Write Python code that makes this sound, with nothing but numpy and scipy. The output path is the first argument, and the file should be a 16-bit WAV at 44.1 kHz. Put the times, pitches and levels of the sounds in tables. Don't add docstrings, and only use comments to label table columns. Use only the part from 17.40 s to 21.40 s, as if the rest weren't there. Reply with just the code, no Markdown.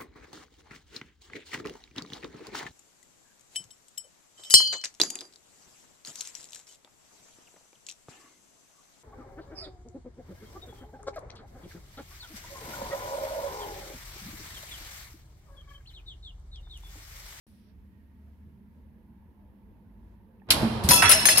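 import sys
import numpy as np
from scipy import signal
from scipy.io import wavfile
from scipy.ndimage import uniform_filter1d

SR = 44100
rng = np.random.default_rng(int(sys.argv[2]) if len(sys.argv) > 2 else 0)


def unload_audio(sound):
    columns = np.transpose(np.atleast_2d(sound))
    steps = np.round(np.clip(columns, -1, 1) * 32767)
    wavfile.write(sys.argv[1], SR, steps.astype(np.int16))


def attenuation_scalar(level_db):
    decades = np.asarray(level_db, float) / 20
    return 10 ** decades


N = 176400

# frequency in Hz, level in dB per Hz.
METAL_HASH = [(290, -38), (500, -12.5), (4800, -11), (5310, -10.5), (7420, -17.5), (10100, -4.5),
              (12500, -10.5), (16000, -17.5)]


def evened(x):
    return x / np.sqrt(np.mean(x ** 2) + 1e-20)


def read(points, hz):
    f, value = np.transpose(points)
    return np.interp(np.log(hz + 1), np.log(f + 1), value)


def closed(points, hz):
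    outside = (hz < points[0][0]) | (hz > points[-1][0])
    return np.where(outside, -120, read(points, hz))


def curve(rows, column):
    rows = np.array(rows)
    return np.interp(np.arange(N) / SR, rows[:, 0], rows[:, column])


def add(mix, s, sound):
    part = mix[:, int(round(s * SR)):][:, :sound.shape[1]]
    part += sound[:, :part.shape[1]]


def port_gain(hz):
    # frequency in Hz, left minus right in dB.
    port_difference = [(100, -.5), (700, -3.5), (2400, -7), (5000, -4.5), (7000, 15.5), (9000, 41),
                       (12000, 10.5), (15000, 2.5)]
    ratio = attenuation_scalar(2 * read(port_difference, hz))
    power = 2 * np.array([ratio, np.ones_like(ratio)]) / (1 + ratio)
    return np.sqrt(power)


def noise(shape, count, size, patchy_db=0.):
    # frequency in Hz, likeness from 0 to 1.
    likeness = [(60, 0.85), (290, 0.88), (700, 0.6), (1400, 0.054), (15000, 0.012)]
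    frames = 4 * count // size + 5
    hz = np.fft.rfftfreq(size, 1 / SR)[:, None]
    a, b, c, d, patch = rng.standard_normal((frames, len(hz), 5)).T
    patch = uniform_filter1d(patch, size=4, axis=0)
    patch = evened(uniform_filter1d(patch, size=5, axis=1))
    alike = np.clip(read(likeness, hz), -1, 1)
    left = a + 1j * b
    right = alike * left + np.sqrt(1 - alike ** 2) * (c + 1j * d)
    z = np.array([left, right]) * port_gain(hz)
    t = np.arange(frames)[None] * size / 4 / SR
    gain = attenuation_scalar(shape(hz, t) + patchy_db * patch)
    at_start = attenuation_scalar(shape(hz, np.zeros((1, 1))))
    norm = np.sqrt(np.sum(at_start ** 2) / 1.5)
    return signal.istft(z * gain, nperseg=size, noverlap=3 * size // 4)[1][:, :count] / norm


def resonate(x, hz, width):
    turn = np.exp(2j * np.pi * np.cumsum(hz * np.ones(N)) / SR)
    r = np.exp(-np.pi * width / SR)
    return 2 * (turn * signal.lfilter([1 - r], [1, -r], x / turn)).real


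def workshop():
    # time in seconds, hum pitch in Hz, hum level in dB.
    hum_path = [(.28, 71.9, -58), (.4, 72.1, -51.5), (.69, 73.9, -56), (.85, 74.35, -49.5),
                (1.1, 77.6, -52), (1.26, 76.8, -58.5), (1.37, 73.44, -50), (1.5, 70.2, -58.5),
                (2.5, 51.8, -57.5), (2.72, 52.2, -49), (2.82, 53, -62)]
    # frequency in Hz, level in dB per Hz.
    drone_spectrum = [(25, -18), (60, 6), (135, -6), (211, -13), (919, -35.5), (1700, -46.5)]
    # frequency in Hz, level in dB per Hz.
    hiss_spectrum = [(710, -27), (1200, -14), (1680, 0), (7800, -28.5), (11800, -11), (15100, -16),
                     (16200, -27)]
    fan_hz, fan_width_hz, fan_db = 203.6, 50.7, -58.5
    duct_hz, duct_width_hz, duct_db = 885, 178, -25.5
    whine_hz, whine_db, whine_s = 1855, -80.5, 0.62
    drone_db, rise_db_per_s = -58, 3
    hiss_db, early_hiss_db, early_hiss_fade_s = -78, -69.5, 0.22

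    t = np.arange(N) / SR
    white = noise(lambda hz, u: 0 * hz + 0 * u, N, size=2048)

    pitch = curve(hum_path, 1)
    tone = np.sin(2 * np.pi * np.cumsum(pitch) / SR)
    tone = tone + .3 * evened(resonate(white, pitch, 20))
    hum = tone * attenuation_scalar(curve(hum_path, 2))

    fan = resonate(resonate(white, fan_hz, fan_width_hz), fan_hz, fan_width_hz)
    fan = evened(fan) * attenuation_scalar(fan_db)
    duct = resonate(resonate(white, duct_hz, duct_width_hz), duct_hz, duct_width_hz)
    duct = evened(duct) * attenuation_scalar(duct_db)
    duct = duct * attenuation_scalar(2 * rise_db_per_s * (np.minimum(t, 2) - 0.22))
    whine = evened(resonate(white, whine_hz, 25))
    whine = whine * attenuation_scalar(whine_db - 11 * ((t - whine_s) / 0.19) ** 2)

    drone_shape = lambda hz, u: closed(drone_spectrum, hz) + rise_db_per_s * u * (hz > 260)
    drone = noise(drone_shape, N, size=2048, patchy_db=3.5)
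    hiss = noise(lambda hz, u: closed(hiss_spectrum, hz) + 0 * u, N, size=512, patchy_db=1.6)
    hiss = hiss * attenuation_scalar(hiss_db)

    early_hiss_shape = lambda hz, u: closed(METAL_HASH, hz) - 9 * (u / early_hiss_fade_s) ** 2 * (hz > 6000)
    early_hiss = noise(early_hiss_shape, N, size=512)
    early_hiss *= attenuation_scalar(early_hiss_db - 60 * np.maximum(t - .3, 0) / 0.21)
    return hum + fan + (drone + duct) * attenuation_scalar(drone_db) + hiss + early_hiss + whine


def ring(db, hz, held_s, t60):
    rise_cycles, flutter_db, flutter_hz = 2.5, 2.5, 46.3
    ports_part_hz = 1500
    t = np.arange(12000) / SR
    flutter = flutter_db * np.sin(2 * np.pi * flutter_hz * t + hz)
    level_db = db + flutter - 60 * np.maximum(t - held_s, 0) / t60
    apart = np.array([[0], [np.pi / 2 * min(hz / ports_part_hz, 1)]])
    swing = np.sin(2 * np.pi * hz * t + apart) * np.minimum(t * hz / rise_cycles, 1)
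    return port_gain(np.array([hz])) * attenuation_scalar(level_db) * swing


def frame():
    # time in seconds, level in dB.
    ram_travel = [(3.07, -63.5), (3.1, -33.5), (3.15, -31), (3.24, -28), (3.3, -33.5), (3.42, -34.5),
                  (3.5, -29.5), (4, -38)]
    # frequency in Hz, level in dB per Hz.
    shudder_spectrum = [(48, -0.5), (220, -6), (450, -11.5), (900, -10), (1500, -19), (4000, -34.5)]
    # start in seconds, level in dB, pitch in Hz, time to fall 60 dB in seconds.
    thuds = [(3.11, -33.5, 294, 0.17), (3.09, -34.5, 84, 0.18), (3.221, -23, 118, 0.13),
             (3.291, -28.5, 225, 0.26), (3.301, -28, 116, 0.17), (3.349, -27.5, 103, 0.13),
             (3.385, -33.5, 110, 0.16), (3.203, -30, 160, 0.1), (3.442, -16, 79, 0.093),
             (3.496, -26, 71, 0.17), (3.495, -20, 197, 0.084), (3.49, -33, 295, 0.18),
             (3.544, -22, 114, 0.085), (3.441, -21.5, 191, 0.098), (3.484, -21, 143, 0.11),
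             (3.538, -30.5, 200, 0.12), (3.63, -30.5, 97.2, 0.33), (3.505, -21.5, 976, 0.23),
             (3.625, -25, 950, 0.17), (3.617, -21, 1326, 0.16), (3.695, -13, 1335, 0.06),
             (3.7, -34.5, 590, 0.17)]
    thud_rise_s = .012
    shudder_shape = lambda hz, t: closed(shudder_spectrum, hz) + 0 * t
    out = noise(shudder_shape, N, size=1024, patchy_db=1) * attenuation_scalar(curve(ram_travel, 1))
    out *= np.arange(N) / SR > ram_travel[0][0]
    t = np.arange(SR // 2) / SR
    for s, db, hz, t60 in thuds:
        level = (1 - np.exp(-t / thud_rise_s)) * attenuation_scalar(db + 8.0 - 60 * t / t60)
        swing = level * np.sin(2 * np.pi * hz * t)
        add(out, s, port_gain(np.array([hz])) * swing)
    return out


def crack(db, tilt_db, scale):
    # frequency in Hz, level in dB per Hz.
    crack_spectrum = [(300, -26), (494, -23), (1900, -6.5), (2900, -1.5), (4370, 1), (5600, -5),
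                      (6600, -11.5), (10700, -5.5), (12500, -13), (16000, -27)]
    # frequency in Hz, time to fall 60 dB in seconds.
    crack_decay = [(300, 0.6), (2000, 0.094), (7000, 0.076), (11000, 0.088), (16000, 0.073)]

    def shape(hz, t):
        tilt = tilt_db * np.log2(hz / 3000 + 0.027)
        return closed(crack_spectrum, hz) + tilt - 60 * t / (scale * read(crack_decay, hz))

    rise = np.minimum(np.arange(16000) / (0.00021 * SR), 1)
    return attenuation_scalar(db) * noise(shape, count=16000, size=128, patchy_db=2.5) * rise


def bounce(db, tilt_db, lead_hz, free_s):
    # pitch in Hz, level in dB.
    bending = [(1723, -43), (1976, -43.5), (2455, -48), (2632, -38), (2972, -41), (3370, -38),
               (3768, -39.5)]
    # pitch in Hz, level in dB.
    twisting = [(4183, -36), (4506, -37.5), (5157, -30), (5243, -38.5), (5523, -38), (5835, -37),
                (6385, -33), (7014, -37), (7784, -43), (8021, -41), (8328, -35.5)]
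    # pitch in Hz, level in dB.
    edge_modes = [(8823, -34), (9162, -36), (9695, -26.5), (10298, -30), (10444, -24.5), (10627, -88),
                  (11057, -25.5), (11962, -33), (12688, -49), (13835, -42), (15213, -61)]
    # frequency in Hz, time to fall 60 dB in seconds.
    ring_decay = [(600, 1), (3000, 1), (5300, 0.62), (10500, 0.3), (15000, 0.34)]
    choke_t60, scatter_t60 = 0.097, .11
    lead_boost_db, lead_octaves, chance_db = 9.5, 0.076, 4
    tumble_swing_db, tumbles_per_s = 6, 110
    strip_db, scatter_level_db = -3.5, -2

    hz, level_db = np.transpose(bending + twisting + edge_modes)[:, :, None]
    t = np.arange(8000) / SR
    choke_db = -60 * np.maximum(t - free_s, 0) / choke_t60
    lead_db = lead_boost_db * np.exp(-(np.log2(hz / lead_hz) / lead_octaves) ** 2)
    chance = chance_db * rng.standard_normal(hz.shape)
    size = attenuation_scalar(level_db + tilt_db * np.log2(hz / 5000) + lead_db + chance)
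    phase = rng.random((2, len(hz), 1)) * 2 * np.pi
    detune = 1 + .002 * rng.standard_normal(hz.shape)

    turns = rng.standard_normal((len(hz), 8000 * tumbles_per_s // SR + 2))
    paths = [np.interp(t * tumbles_per_s, np.arange(len(row)), row) for row in turns]
    tumble_db = tumble_swing_db * np.array(paths)
    wander = .16 * tumble_db[::-1]
    swing = np.sin(2 * np.pi * hz * detune * t + phase + wander)
    rings = port_gain(hz) * size * attenuation_scalar(tumble_db - 60 * t / read(ring_decay, hz)) * swing
    strip = attenuation_scalar(strip_db) * rings.sum(axis=1) * np.sqrt(2 / np.sum(size ** 2))

    def shape(f, u):
        fall_db = 60 * u / scatter_t60 * (1 + (f / 14000) ** 2)
        return closed(METAL_HASH, f) + tilt_db * np.log2(f / 5000 + 0.01) - fall_db

    scatter = noise(shape, count=8000, size=128, patchy_db=4.5) * attenuation_scalar(scatter_level_db)
    return attenuation_scalar(db + 5.0 + choke_db) * (strip + scatter) * np.minimum(t / 0.00053, 1)


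def boom(db, centre_hz, t60):
    width_octaves, knocks_per_s, knock_db = 0.62, 600, 2

    def shape(hz, t):
        return -6 * (np.log2(hz / centre_hz + 0.0006) / width_octaves) ** 2 - 60 * t / t60

    knocks = rng.standard_normal(9000 * knocks_per_s // SR + 2)
    place = np.arange(9000) * knocks_per_s / SR
    grain = attenuation_scalar(knock_db * np.interp(place, np.arange(len(knocks)), knocks))
    rise = np.minimum(np.arange(9000) / (0.00018 * SR), 1)
    return attenuation_scalar(db) * noise(shape, count=9000, size=128, patchy_db=2.0) * grain * rise


def hall(x):
    # frequency in Hz, time to fall 60 dB in seconds.
    hall_decay = [(100, 1.2), (2000, 1.77), (10000, 0.8), (16000, 0.48)]
    taps = rng.standard_normal((2, SR)) * np.minimum(np.arange(SR) / (0.0061 * SR), 1)
    hz, t, z = signal.stft(taps, SR, nperseg=256)
    fading = z * attenuation_scalar(-60 * t / read(hall_decay, hz)[:, None])
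    tail = signal.istft(fading, SR, nperseg=256)[1]
    return signal.fftconvolve(x, tail / np.linalg.norm(tail[0]), axes=1)[:, :N]


def scene():
    # start in seconds, level in dB, pitch in Hz, held seconds, then time to fall 60 dB in seconds.
    clear_rings = [(2.998, -61, 2593, .001, .02), (3.018, -52, 820, 0.0034, .025),
                   (3.018, -56, 1796, 0.0018, .02), (3.105, -13.5, 3150, .003, 0.036),
                   (3.222, -20.5, 224.8, 0.046, .1), (3.215, -30.5, 616, 0.013, 0.093),
                   (3.22, -29.5, 331, 0.017, 0.14), (3.51, -29.5, 540, 0.022, 0.076),
                   (3.492, -22, 11962, 0.052, 0.22), (3.5, -37, 6340, 0.027, .1),
                   (3.51, -27.5, 5243, 0.12, 0.071), (3.525, -24.5, 2643, 0.1, .1),
                   (3.535, -29.5, 3384, 0.067, 0.092), (3.54, -30, 1325, 0.078, 0.081),
                   (3.6215, -18, 1888, 0.004, 0.047), (3.625, -28, 2640, 0.074, 0.069),
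                   (3.64, -21, 1330, .012, .1), (3.651, -28, 11050, 0.014, 0.073),
                   (3.674, -20, 1720, 0.0076, 0.033), (3.678, -30, 5560, .015, .04),
                   (3.717, -23, 9600, 0.015, .08), (3.73, -32.5, 2972, 0.096, 0.26),
                   (3.74, -27.5, 643, 0.034, .1), (3.76, -33, 2660, 0.036, .06),
                   (3.815, -34.5, 956, 0.039, 0.1), (3.8535, -14, 1738, .002, .025),
                   (3.855, -19.5, 6385, 0.027, 0.044), (3.858, -21, 9700, 0.03, 0.12),
                   (3.886, -12.5, 1753, 0.0015, 0.019), (3.8905, -11.5, 2000, 0.0016, 0.018),
                   (3.89, -33.5, 633, 0.029, .06), (3.893, -27, 5190, 0.041, 0.12),
                   (3.9, -29, 4508, .1, 0.16), (3.935, -31, 2690, 0.035, 0.039),
                   (3.972, -24.5, 5200, 0.02, 0.14), (3.98, -26, 9100, .012, 0.068)]
    # start in seconds, level in dB, tilt in dB per octave, stretch of the decay (no unit).
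    cracks = [
        (3.088, -42, -11, 2.1),
        (3.1045, -10, 1.5, 1.25),
        (3.111, -21.5, -1, 2.35),
        (3.437, -34.5, 2, 4),
    ]
    # start in seconds, level in dB, tilt in dB per octave, leading mode in Hz, free ring in seconds.
    bounces = [(3.4885, -18.5, 0.5, 2610, 0.22), (3.508, -18, -1.5, 11000, 0.073),
               (3.533, -21, 4, 5100, 0.16), (3.621, -24, -3, 3370, 0.065),
               (3.652, -27.5, -7.5, 5700, 0.041), (3.693, -16, 0.5, 9970, 0.044),
               (3.714, -15, 0.5, 9740, 0.022), (3.724, -23.5, -2, 5360, 0.38),
               (3.80, -36.5, -0.5, 8860, 0.093), (3.854, -19.5, -0.5, 9600, 0.079),
               (3.8545, -22.5, 1.5, 6550, 0.09), (3.887, -20.5, -1, 5360, 0.029),
               (3.911, -26, 0.5, 10000, 0.027), (3.925, -33.5, -9, 4460, 0.09),
               (3.958, -31.5, -2, 9200, 0.025), (3.973, -23, -1, 5200, 0.036),
               (3.98, -20.5, 1, 9850, 0.006)]
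    # start in seconds, level in dB, centre in Hz, time to fall 60 dB in seconds.
    booms = [(3.4885, -17.5, 5950, 0.029), (3.508, -17, 1190, 0.089), (3.621, -14, 1600, 0.2),
             (3.645, -19.5, 1750, 0.26), (3.70, -22.5, 1900, 0.24), (3.714, -20.5, 2500, 0.096),
             (3.724, -28.5, 2230, 0.39), (3.854, -33, 1574, 0.18), (3.886, -16, 2020, 0.035),
             (3.891, -26, 2400, .15)]
    near = np.zeros((2, N))
    for rows, source in ((clear_rings, ring), (cracks, crack), (bounces, bounce), (booms, boom)):
        for s, *rest in rows:
            add(near, s, source(*rest))
    hall_db = -14.5
    return workshop() + frame() + near + attenuation_scalar(hall_db) * hall(near)


def low_pass(x):
    return signal.sosfilt(signal.butter(12, 16310, fs=SR, output="sos"), x)


def record(dry):
    start_s, bass_cut_hz, treble_edge_hz = .067, 32., 15900
    opened = dry * np.clip((np.arange(N) / SR - start_s) / 0.00068, 0, 1)
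    without_bass = signal.lfilter(*signal.butter(2, bass_cut_hz, "high", fs=SR), opened)
    clipped = np.tanh(without_bass)
    edge = signal.firwin(255, treble_edge_hz, window=("kaiser", 9), fs=SR)
    limited = signal.oaconvolve(clipped, edge[None], "same", axes=1)
    return low_pass(limited)


dry = scene()
out = record(dry)
unload_audio(out)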